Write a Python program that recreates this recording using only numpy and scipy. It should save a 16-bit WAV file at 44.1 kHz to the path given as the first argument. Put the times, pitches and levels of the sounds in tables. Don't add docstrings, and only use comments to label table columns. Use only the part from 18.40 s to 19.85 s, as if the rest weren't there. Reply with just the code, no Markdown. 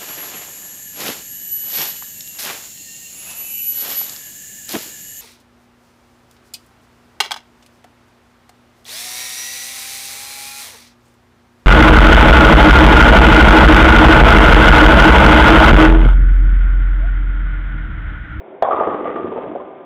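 import sys
import numpy as np
from scipy import signal
from scipy.fft import rfft, irfft, next_fast_len
from scipy.io import wavfile
from scipy.ndimage import map_coordinates

SR = 44100
rng = np.random.default_rng(int(sys.argv[2]) if len(sys.argv) > 2 else 0)


def pcm_store(signal):
    levels = np.round(np.clip(np.atleast_2d(signal), -1, 1) * 32767)
    wavfile.write(sys.argv[1], SR, levels.astype(np.int16).T)


N = 63945

# t/s, envelope peak/dB, f/Hz, crack relative to the blow/dB
STRIKE = (.2236, -1.6, 655, -14)


def amp(db):
    return 10 ** (np.asarray(db) / 20)


def unit(x):
    return x / np.sqrt(np.mean(x ** 2) + 1e-20)


def clock():
    return np.arange(N) / SR


def level(points):
    t, db = np.transpose(points)
    return amp(np.interp(clock(), t, db, left=-120))


def filtered(x, response):
    size = next_fast_len(N + SR // 2)
    spectrum = rfft(x, size) * response(np.fft.rfftfreq(size, 1 / SR))
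    return irfft(spectrum, size)[:N]


def noise(color):
    hz, db = np.transpose(color)
    white = rng.standard_normal(N)
    return unit(filtered(white, lambda f: amp(np.interp(np.log(f + 1), np.log(hz), db))))


def resonate(x, body):
    def response(f):
        return sum(amp(db) * 1j * f * width / (hz * hz - f * f + 1j * f * width) for hz, width, db in body)
    return filtered(x, response)


def add(out, x, t):
    start = round(t * SR)
    out[start:start + len(x)] += x[:N - start]


def in_hall(x):
    near_scatter = (-5.5, 0.1, 0.006)
    hall_tail = (-4.5, 1.275, 0.02)
    impulse_response = np.zeros(N)
    impulse_response[0] = 1
    for db, t60, delay in (near_scatter, hall_tail):
        tail = rng.standard_normal(N) * amp(-60 * clock() / t60)
        add(impulse_response, amp(db) * tail / np.linalg.norm(tail), delay)
    return signal.fftconvolve(x, impulse_response)[:N]


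def drone():
    # f/Hz, level/dB
    drone_color = [(15, -71.5), (25, -45.5), (80, -24.5), (144, -18.5), (305, -6), (384, 4), (454, -6.5),
                   (547, -1.5), (607, -1.5), (1070, -14.5), (1140, -16.5), (1260, -21), (1370, -17.5),
                   (1990, -25.5), (2170, -20.5), (2730, -33.5), (3650, -31.5), (4740, -58.5), (8030, -120)]
    drone_db, waver_db, wavers_per_s = -38.5, 1.9, 21
    knots = rng.standard_normal(200)
    waver = map_coordinates(knots, [clock() * wavers_per_s], mode="mirror")
    return amp(drone_db + waver_db * waver) * noise(drone_color)


def ball_rumble():
    # f/Hz, level/dB
    rumble_color = [(40, -16.5), (90, -10), (130, -20), (165, -2), (260, 4.5), (400, 2), (800, -44),
                    (2000, -92)]
    # t/s, level/dB
    rumble_fader = [(.22, -70.5), (.34, -49), (.48, -32.5), (.6, -37), (.9, -33.5), (1.1, -38),
                    (1.2, -42.5), (1.35, -51.5)]
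    return level(rumble_fader) * noise(rumble_color)


def damped(t, hz, cycles):
    steepness = 1.98
    u = t * hz / cycles
    envelope = (u * np.exp(1 - u)) ** steepness
    return envelope * np.sin(2 * np.pi * hz * t)


def crack(t):
    # f/Hz, level/dB
    contact_color = [(100, -25.5), (500, 11), (1300, 10), (1700, 1.5), (2400, -13), (2900, -26.5),
                     (3400, -22), (4200, -19.5), (8000, -49)]
    t60_s = 0.023
    return noise(contact_color)[:len(t)] * amp(-60 * t / t60_s)


def knocks():
    # t/s, envelope peak/dB, f/Hz, crack relative to the knock/dB
    heavy_hits = [(0.2227, -23, 705, 1.5), (.2315, -11, 768, -22), (.238, -22.5, 607, -0.5),
                  (.2455, -17.5, 700, -22.5), (.2762, -12.5, 735, -16.5), (.2862, -6, 710, -38),
                  (.3142, -10.5, 711, -13), (.329, -14, 410, -26.5), (.3372, -17.5, 549, -19),
                  (.388, -14, 398, -39), (.4081, -5, 549.6, -29.5), (.4131, -7, 691, -22),
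                  (.4345, -18.5, 553, -3.5), (0.4452, -34, 494, -25.5), (.468, -10.5, 517, -9.5),
                  (0.474, -10, 420, -16.5), (0.485, -21, 307.5, -3), (0.5437, -12.5, 407, -6),
                  (.608, -20.5, 372, -27.5), (0.632, -17.5, 467, -18.5), (.6555, -13.5, 595, -14.5),
                  (0.674, -21, 454, -7), (.6802, -13, 480, -13.5), (0.702, -15.5, 470, -11),
                  (.759, -14.5, 411, -9), (.798, -19, 398, -19.5), (0.8444, -11, 384, -27.5),
                  (.857, -19, 486, -14), (0.9185, -18, 497, -29), (0.9233, -14.5, 465, -22.5),
                  (.96, -14.5, 454, -22.5), (.976, -15, 610, -21), (.985, -16, 579, -26.5),
                  (1.041, -22.5, 451, -9.5), (1.062, -18, 606, -27), (1.085, -22, 290, -13),
                  (1.115, -21, 305.7, -13), (1.1516, -15.5, 548, -26), (1.158, -18, 706, -38),
                  (1.166, -26, 433, -20.5), (1.22, -28, 546, -7.5)]
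    cycles_to_peak = 1.114
    out, t = np.zeros(N), np.arange(SR // 8) / SR
    for start, db, hz, crack_db in [STRIKE, *heavy_hits]:
        body = damped(t, hz, cycles_to_peak)
        hit = body + amp(crack_db) * crack(t)
        add(out, in_hall(amp(db) * hit), start)
    return out


def ring(modes, t):
    attack_s = 0.0015
    tone = sum(amp(db - 60 * t / t60) * np.sin(2 * np.pi * hz * t) for hz, db, t60 in modes)
    return tone * (1 - np.exp(-t / attack_s))


def clacks():
    # f/Hz, level/dB, t60/s
    head_pin = [(678.4, -16, 0.22), (1444, -39.5, .2), (1490, -35.5, 0.25), (1870, -33.5, 0.041),
                (2256, -37, .06), (3355, -30, 0.038), (3634, -26.5, .035)]
    # t/s, level/dB, main ring f/Hz, main ring t60/s
    pin_hits = [(0.223, -17, 1024, .15), (.228, -18.5, 793, .2), (.2495, -7, 1112, .06),
                (.263, -17, 999.6, .35), (0.276, -15, 1075, .12), (0.3099, -5, 1226, .05),
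                (0.3217, -5.5, 1148, .1), (.3305, -11, 1203, .08), (.343, -20.5, 1036, .2),
                (.362, -16.5, 998, 0.098), (.3745, -11.5, 1211, .12), (0.3997, -9, 1195, .1),
                (.421, -12.5, 1106, .08), (0.4337, -7.5, 1168, .08), (0.454, -25.5, 1240, .2),
                (.469, -12, 1170, .06), (.507, -14, 1130, .1), (.522, -18.5, 1223, .25),
                (0.542, -24.5, 1176, .08), (.586, -23.5, 1218, .2), (0.601, -31.5, 1084, .06),
                (.654, -21, 1199, .15), (0.674, -17.5, 1204, .06), (.691, -19.5, 1198, .1),
                (0.761, -19.5, 1191, .2), (.783, -19.5, 1190, .08), (.809, -23.5, 1220, .08),
                (.866, -27, 1114, 0.056), (0.918, -22.5, 994, 0.072), (.959, -21, 891, 0.15),
                (0.968, -26, 1216, .08), (1.012, -21, 1062, .05), (1.2, -22.5, 1038, 0.075)]
    # ratio to main ring, level/dB, share of its t60
    pin_modes = [(.565, -9.5, 0.84), (.74, -11.5, .8), (1, -1.5, 0.59), (1.27, -25, 0.35),
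                 (1.62, -26.5, 0.53), (2.02, -34, 0.3), (2.85, -43.5, 0.13)]
    crack_db = -16.5
    out, t = np.zeros(N), np.arange(SR // 2) / SR
    add(out, in_hall(ring(head_pin, t)), STRIKE[0])
    for start, db, hz, t60 in pin_hits:
        modes = [(hz * ratio, mode_db + rng.standard_normal(), t60 * share)
                 for ratio, mode_db, share in pin_modes]
        hit = ring(modes, t) + amp(crack_db) * crack(t)
        add(out, in_hall(amp(db) * hit), start)
    return out


def rattle(fader, body):
    contacts_per_s, scatter_db = 170, 3
    touches = rng.random(N) < contacts_per_s / SR
    polarity = rng.choice([-1, 1], N)
    strength = amp(scatter_db * np.clip(rng.standard_normal(N), -2, 2))
    taps = touches * polarity * strength
    return level(fader) * unit(resonate(in_hall(taps), body))


def pin_rattle():
    # t/s, level/dB
    pin_fader = [(.225, -23.5), (.25, -45), (.33, -31), (.45, -33), (.6, -40), (.8, -41), (1, -48),
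                 (1.25, -50), (1.45, -56.5)]
    # f/Hz, width/Hz, level/dB
    pin_body = [(680, 8.7, 1.5), (775, 23, 4.5), (899, 10, -4), (993, 2.2, 13.5), (1092, 8, -9.5),
                (1014, 19, -7), (1199, 9, 10), (1276, 5.6, 7.5)]
    return rattle(pin_fader, pin_body)


def deck_rattle():
    # t/s, level/dB
    deck_fader = [(.225, -48), (.33, -38), (.45, -34), (.6, -32.5), (.7, -32.5), (.88, -36), (.97, -42.5),
                  (1.13, -42.5), (1.22, -61), (1.45, -59.5)]
    # f/Hz, width/Hz, level/dB
    deck_body = [(256, 30, -2), (298.6, 8.3, 20.5), (375, 14, 0.5), (410, 11, -8.5), (510, 10, 1.5),
                 (503, 14, -3.5), (603, 47, -13), (675, 70, 6), (833.3, 100, -15)]
    return rattle(deck_fader, deck_body)


def scrape():
    # t/s, level/dB
    scrape_fader = [(.225, -62), (.33, -52.5), (.45, -43.5), (.58, -59), (.69, -41), (.8, -54.5),
                    (.95, -84), (1.09, -50), (1.16, -90), (1.45, -89)]
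    # f/Hz, width/Hz, level/dB
    scrape_body = [(1430, 300, -20.5), (1950, 200, 19), (2400, 100, -21), (3350, 1800, -14.5)]
    return rattle(scrape_fader, scrape_body)


def thumps():
    # t/s, envelope peak/dB, f/Hz
    deep_hits = [(0.334, -41.5, 80), (0.387, -44, 70), (.464, -36.5, 92), (.835, -37.5, 90),
                 (1.068, -33.5, 160)]
    cycles_to_peak = 1.1
    out, t = np.zeros(N), np.arange(SR // 8) / SR
    for start, db, hz in deep_hits:
        add(out, amp(db) * damped(t, hz, cycles_to_peak), start)
    return out


def pit_rattle():
    # t/s, level/dB
    pit_fader = [(.87, -60), (.92, -33.5), (.975, -38.5), (1.03, -38.5), (1.11, -48), (1.16, -42.5),
                 (1.24, -47), (1.36, -50)]
    # f/Hz, width/Hz, level/dB
    pit_body = [(525, 17, -9.5), (655, 76, 1), (712, 130, 18), (790, 89, -8.5)]
    return rattle(pit_fader, pit_body)


def scene():
    background = drone() + ball_rumble()
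    hits = knocks() + clacks() + thumps()
    tumble = pin_rattle() + deck_rattle() + scrape() + pit_rattle()
    return (background + hits + tumble)[None]


def record(dry):
    low_hz, edge_hz, clip_at, top_hz = 58, 3502, 0.71, 16000

    def microphone(f):
        low_cut = f ** 2 / np.hypot(f ** 2, low_hz ** 2)
        high_cut = 1 / np.sqrt(1 + (f / edge_hz) ** 32)
        return low_cut * high_cut

    dull = filtered(dry[0], microphone)
    clipped = np.clip(dull, -clip_at, clip_at)
    return filtered(clipped, lambda f: f < top_hz)[None]


dry = scene()
out = record(dry)
pcm_store(out)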